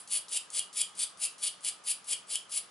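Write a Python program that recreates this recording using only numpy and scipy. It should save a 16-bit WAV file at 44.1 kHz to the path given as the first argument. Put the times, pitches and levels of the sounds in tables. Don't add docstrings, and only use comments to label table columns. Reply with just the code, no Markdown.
import sys
import numpy as np
from scipy import signal
from scipy.fft import rfft, irfft
from scipy.io import wavfile
from scipy.ndimage import uniform_filter1d

SR = 44100
rng = np.random.default_rng(int(sys.argv[2]) if len(sys.argv) > 2 else 0)


def waveform_to_disk(signal):
    frames = np.transpose(np.atleast_2d(signal))
    scaled = np.clip(frames, -1, 1) * 32767
    samples = np.round(scaled).astype(np.int16)
    wavfile.write(sys.argv[1], SR, samples)


def volts(x):
    e = np.asarray(x, float) / 20
    return 10 ** e


N = 119070

# start_s, tick_db, drag_db, tick_pitch_hz
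TOUCHDOWNS = [(0.0751, -23, -54, 4830), (0.2828, -22, -49.5, 4500), (0.5023, -20, -54, 6800),
              (0.7284, -30, -51, 7140), (0.9497, -44, -55, 8900), (1.1722, -30, -58.5, 5240),
              (1.381, -49, -51.5, 9330), (1.607, -31, -66, 8700), (1.8382, -29.5, -56, 8200),
              (2.0425, -31, -57, 7430), (2.2697, -37, -68, 9180), (2.4942, -36, -56, 9100)]
# time_s, snap_db, long_wire_pluck_db, shortest_wire_lift_db, ring_pitch_hz
RIM_SNAPS = [(0.1726, -14, -80, 6.5, 2793), (0.371, -5, -42, -11, 2786), (0.5927, -0.5, -41, -11, 3061),
             (0.815, -2, -50, 3, 3070), (1.0348, -8, -75, -5, 3241), (1.256, -16, -44.5, -1.8, 2795),
             (1.4754, -32, -48, -2, 3220), (1.6859, -5.5, -68, -0.3, 3138), (1.9145, -9, -66, 3.6, 2790),
             (2.1308, -4.5, -48, 1.7, 3060), (2.3552, -1, -42, -16, 3026), (2.56, -22, -68, 2.7, 2800)]
# centre_hz, spread_hz, level_db
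WIRE_FAMILIES = [(2430, 140, -21), (3112, 300, -13.5), (4185, 430, -16), (4864, 237, -10),
                 (6120, 1540, -18), (7700, 410, -7.5), (9130, 1280, -7.5), (9610, 650, -0.4),
                 (10640, 580, -3.16)]
SLIPS_PER_S = 6000
DRAG_FADE_S = 0.068
ECHO_LIKENESS = 0.7


def across(table, hz):
    f, v = np.array(table, float).T
    return np.interp(np.log(np.maximum(hz, 1)), np.log(f), v)


def shape(x, gain):
    return irfft(rfft(x) * gain(np.arange(N // 2 + 1) * SR / N), N)


def low_cut(hz, order):
    return lambda f: 1 / (1 + (hz / (f + 1)) ** order)


def unit(x):
    return x / np.sqrt(np.mean(x ** 2))


def mode(x, hz, t60):
    r = np.exp(-np.log(1000) / (t60 * SR))
    ring = signal.lfilter([1], [1, -r * np.exp(2j * np.pi * hz / SR)], x).imag
    return np.sqrt(2 * (1 - r * r)) * ring


def band(hz, width):
    return unit(shape(rng.standard_normal(N), lambda f: 1 / (1 + (2 * (f - hz) / width) ** 2)))


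def walk(size):
    once = uniform_filter1d(rng.standard_normal(N), size)
    return unit(uniform_filter1d(once, size))


def burst(t, at, fade_s):
    return (t >= at) * np.exp(-np.maximum(t - at, 0) / fade_s)


def pair(make, like):
    mid = shape(make(), lambda f: np.sqrt((1 + np.clip(like(f), 0, 1)) / 2))
    side = shape(make(), lambda f: np.sqrt((1 - np.clip(like(f), 0, 1)) / 2))
    return np.array([mid + side, mid - side])


def hum():
    # frequency_hz, density_db (per Hz)
    air_spectrum = [(25, -27), (110, -10), (531, 0), (1200, 2), (2200, -5), (4000, -6.5), (6500, -10),
                    (11000, -25)]
    # centre_hz, width_hz, level_db
    appliance = [(186.5, 28, -77.5), (121.4, 6.7, -90.5), (1226, 176, -64.5)]
    # frequency_hz, likeness (0 to 1)
    likeness = [(30, .1), (60, .5), (125, 1), (500, 0.1), (1000, 0.37), (4000, 0.37)]

    def room_tone():
        air = unit(shape(rng.standard_normal(N), lambda f: volts(across(air_spectrum, f))))
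        return volts(-58) * air + sum(volts(db) * band(hz, width) for hz, width, db in appliance)

    return pair(room_tone, lambda f: across(likeness, f))


def earlier_tail(t):
    def tail():
        colour = sum(volts(db) * band(hz, 2 * spread_hz) for hz, spread_hz, db in WIRE_FAMILIES)
        return colour * volts(-48 - 60 * t / 0.22)

    return pair(tail, lambda f: ECHO_LIKENESS + 0 * f)


def echo(x, t):
    low_t60_s, high_t60_s, level_db = 0.3, 0.18, -8.5

    def tail():
        low = shape(rng.standard_normal(N), lambda f: 1 / np.sqrt(1 + (f / 5000) ** 4))
        high = shape(rng.standard_normal(N), lambda f: 1 / np.sqrt(1 + (5000 / (f + 1)) ** 4))
        build_up = np.clip((t - 0.002) / 0.012, 0, 1)
        h = (low * volts(-60 * t / low_t60_s) + high * volts(-60 * t / high_t60_s)) * build_up
        return signal.fftconvolve(x, h[:SR // 2] / np.sqrt(np.sum(h ** 2)))[:N]

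    return volts(level_db) * pair(tail, lambda f: ECHO_LIKENESS + 0 * f)


def light_drag(t, lift_db):
    return sum(volts(drag_db + lift_db) * burst(t, s, DRAG_FADE_S) * (t < s + 0.07)
               for s, _, drag_db, _ in TOUCHDOWNS)


def pressure(t):
    # start_s, length_s, level_db, long_wire_lift_db, swell_db
    strokes = [(0.117, 0.074, -28.5, 1.5, 1.5), (0.326, 0.063, -25, 0.1, 4.5), (0.543, 0.065, -25, -1.2, 6),
               (0.771, 0.062, -26, 2.8, 3.5), (0.992, 0.059, -24.5, 0.7, 5.5), (1.218, 0.057, -27, -0.1, 1),
               (1.431, 0.066, -29, 1.8, 1), (1.651, 0.058, -27.5, 2.2, 2.5), (1.873, 0.062, -28, 0.3, 2.5),
               (2.086, 0.066, -25.5, 1.2, 8), (2.305, 0.071, -29, -0.7, 2), (2.522, 0.075, -26.5, 0.7, 7.5)]
    rise_db_per_s, attack_s, start_db = 885, 0.0053, -1
    release_db_per_s, release_s = 920, 0.017
    out = np.zeros((2, N))
    for s, length, db, long_lift, swell in strokes:
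        end = s + length - release_s
        hold = np.interp(t, [s, s + attack_s, end], [start_db - swell, -swell, 0])
        rise = rise_db_per_s * np.maximum(s - t, 0)
        release = release_db_per_s * np.maximum(t - end, 0)
        out += volts(db + hold - rise - release) * volts(np.array([[long_lift], [0]]))
    return out + light_drag(t, 0)


def hand_rub(force):
    # centre_hz, width_hz, level_db
    body = [(566, 420, -35), (1690, 2700, -41.5)]
    rub = force[1] * sum(volts(db) * band(hz, width) for hz, width, db in body)
    return shape(rub, low_cut(300, 4))


def ticks(t):
    signs = rng.choice([-1, 1], size=N)
    out = np.zeros(N)
    for s, db, _, hz in TOUCHDOWNS:
        thin = lambda f: (0.36 + 1 / (1 + ((f - hz) / 1300) ** 2)) / (1 + (3500 / (f + 1)) ** 6)
        out += volts(db - 11) * shape(burst(t, s, 0.0023) * signs, thin)
    return out


def slips(rate):
    happens, sign, size = rng.random((3, N))
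    clicks = (happens < rate / SR) * np.sign(sign - 0.5)
    return unit(clicks * volts(-3 * np.log(size + 0.03)))


def grit(t, force):
    strength = light_drag(t, 4) + volts(-17) * force[1]
    return shape(strength * slips(SLIPS_PER_S), low_cut(3800, 6))


def stroke_spans():
    starts = [int(row[0] * SR) for row in TOUCHDOWNS] + [N]
    return list(zip(starts, starts[1:], RIM_SNAPS))


def ringing(t, force):
    # pitch_ratio (times the stroke's ring pitch), level_db, t60_s
    long_wires = [(.94, -4, 0.16), (.965, -2.5, 0.11), (.985, -2.5, 0.16), (1.005, -7.8, 0.16),
                  (1.031, -4.5, 0.083), (1.059, -4, 0.13), (1.095, -0.5, 0.094)]
    rub_db, vary_db, chatter_db = -30.5, 4, 4.5
    out = np.zeros(N)
    pluck = sum(volts(row[2] + 2.5) * np.exp(-np.abs(t - row[0]) / 0.0045) for row in RIM_SNAPS)
    for ratio, db, t60 in long_wires:
        push = (pluck + volts(rub_db) * force[0]) * rng.standard_normal(N)
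        chatter = volts(db + chatter_db * walk(size=120))
        for a, b, row in stroke_spans():
            detune, vary = rng.standard_normal(size=2)
            ring = mode(push[a:b], row[4] * ratio * (1 + 0.00784 * detune), t60)
            out[a:b] += volts(vary_db * vary / 2) * chatter[a:b] * ring
    return out


def scratch(t, force):
    bunch_db, wire_vary_db, snap_s, t60_cycles = 2, 2.5, 0.0009, 38
    shared = 0.37
    bunch = volts(bunch_db * walk(size=28))
    snap = sum(volts(row[1] - 13) * np.exp(-np.abs(t - row[0] - snap_s) / snap_s) for row in RIM_SNAPS)
    common, out = slips(SLIPS_PER_S), np.zeros(N)
    for hz, spread_hz, db in WIRE_FAMILIES:
        for place in np.linspace(-1, 1, num=4):
            own = np.sqrt(1 - shared) * slips(SLIPS_PER_S / 2)
            push = np.sqrt(shared) * common * rng.choice([-1, 1]) + own
            push = push * force[int(hz > 4300)] * bunch * volts(wire_vary_db * walk(size=700))
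            push = push + snap * volts(-5 * (hz < 7000)) * rng.choice([-1, 1], size=N)
            for a, b, row in stroke_spans():
                here_hz = hz + spread_hz * (place + 0.29 * rng.standard_normal())
                level = volts(db - 11.5 + row[3] * (hz > 10000))
                out[a:b] += level * mode(push[a:b], here_hz, t60_cycles / hz)
    return out


def at_the_ports(brush):
    # frequency_hz, left_minus_right_db
    balance = [(2000, -0.5), (4000, -0.5), (9000, 3)]
    # frequency_hz, level_db
    opposed = [(2000, -9.5), (4000, -10.5), (9000, -14), (11500, -19)]
    near = np.array([shape(brush, lambda f: volts(side * across(balance, f) / 2)) for side in (1, -1)])
    apart = shape(brush, lambda f: 1j * volts(across(opposed, f)))
    return near + apart * np.array([[1], [-1]])


def scene():
    t = np.arange(N) / SR
    force = pressure(t)
    metal = scratch(t, force) + ringing(t, force) + ticks(t) + grit(t, force)
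    brush = shape(metal, low_cut(1847, 6)) + hand_rub(force)
    return at_the_ports(brush) + echo(brush, t) + earlier_tail(t) + hum()


def band_limit(x):
    return signal.sosfilt(signal.butter(12, 12180, fs=SR, output="sos"), x)


def record(dry):
    steep = signal.cheby1(15, 0.5, 10944, fs=SR, output="sos")
    return band_limit(signal.sosfilt(steep, dry))


dry = scene()
out = record(dry)
waveform_to_disk(out)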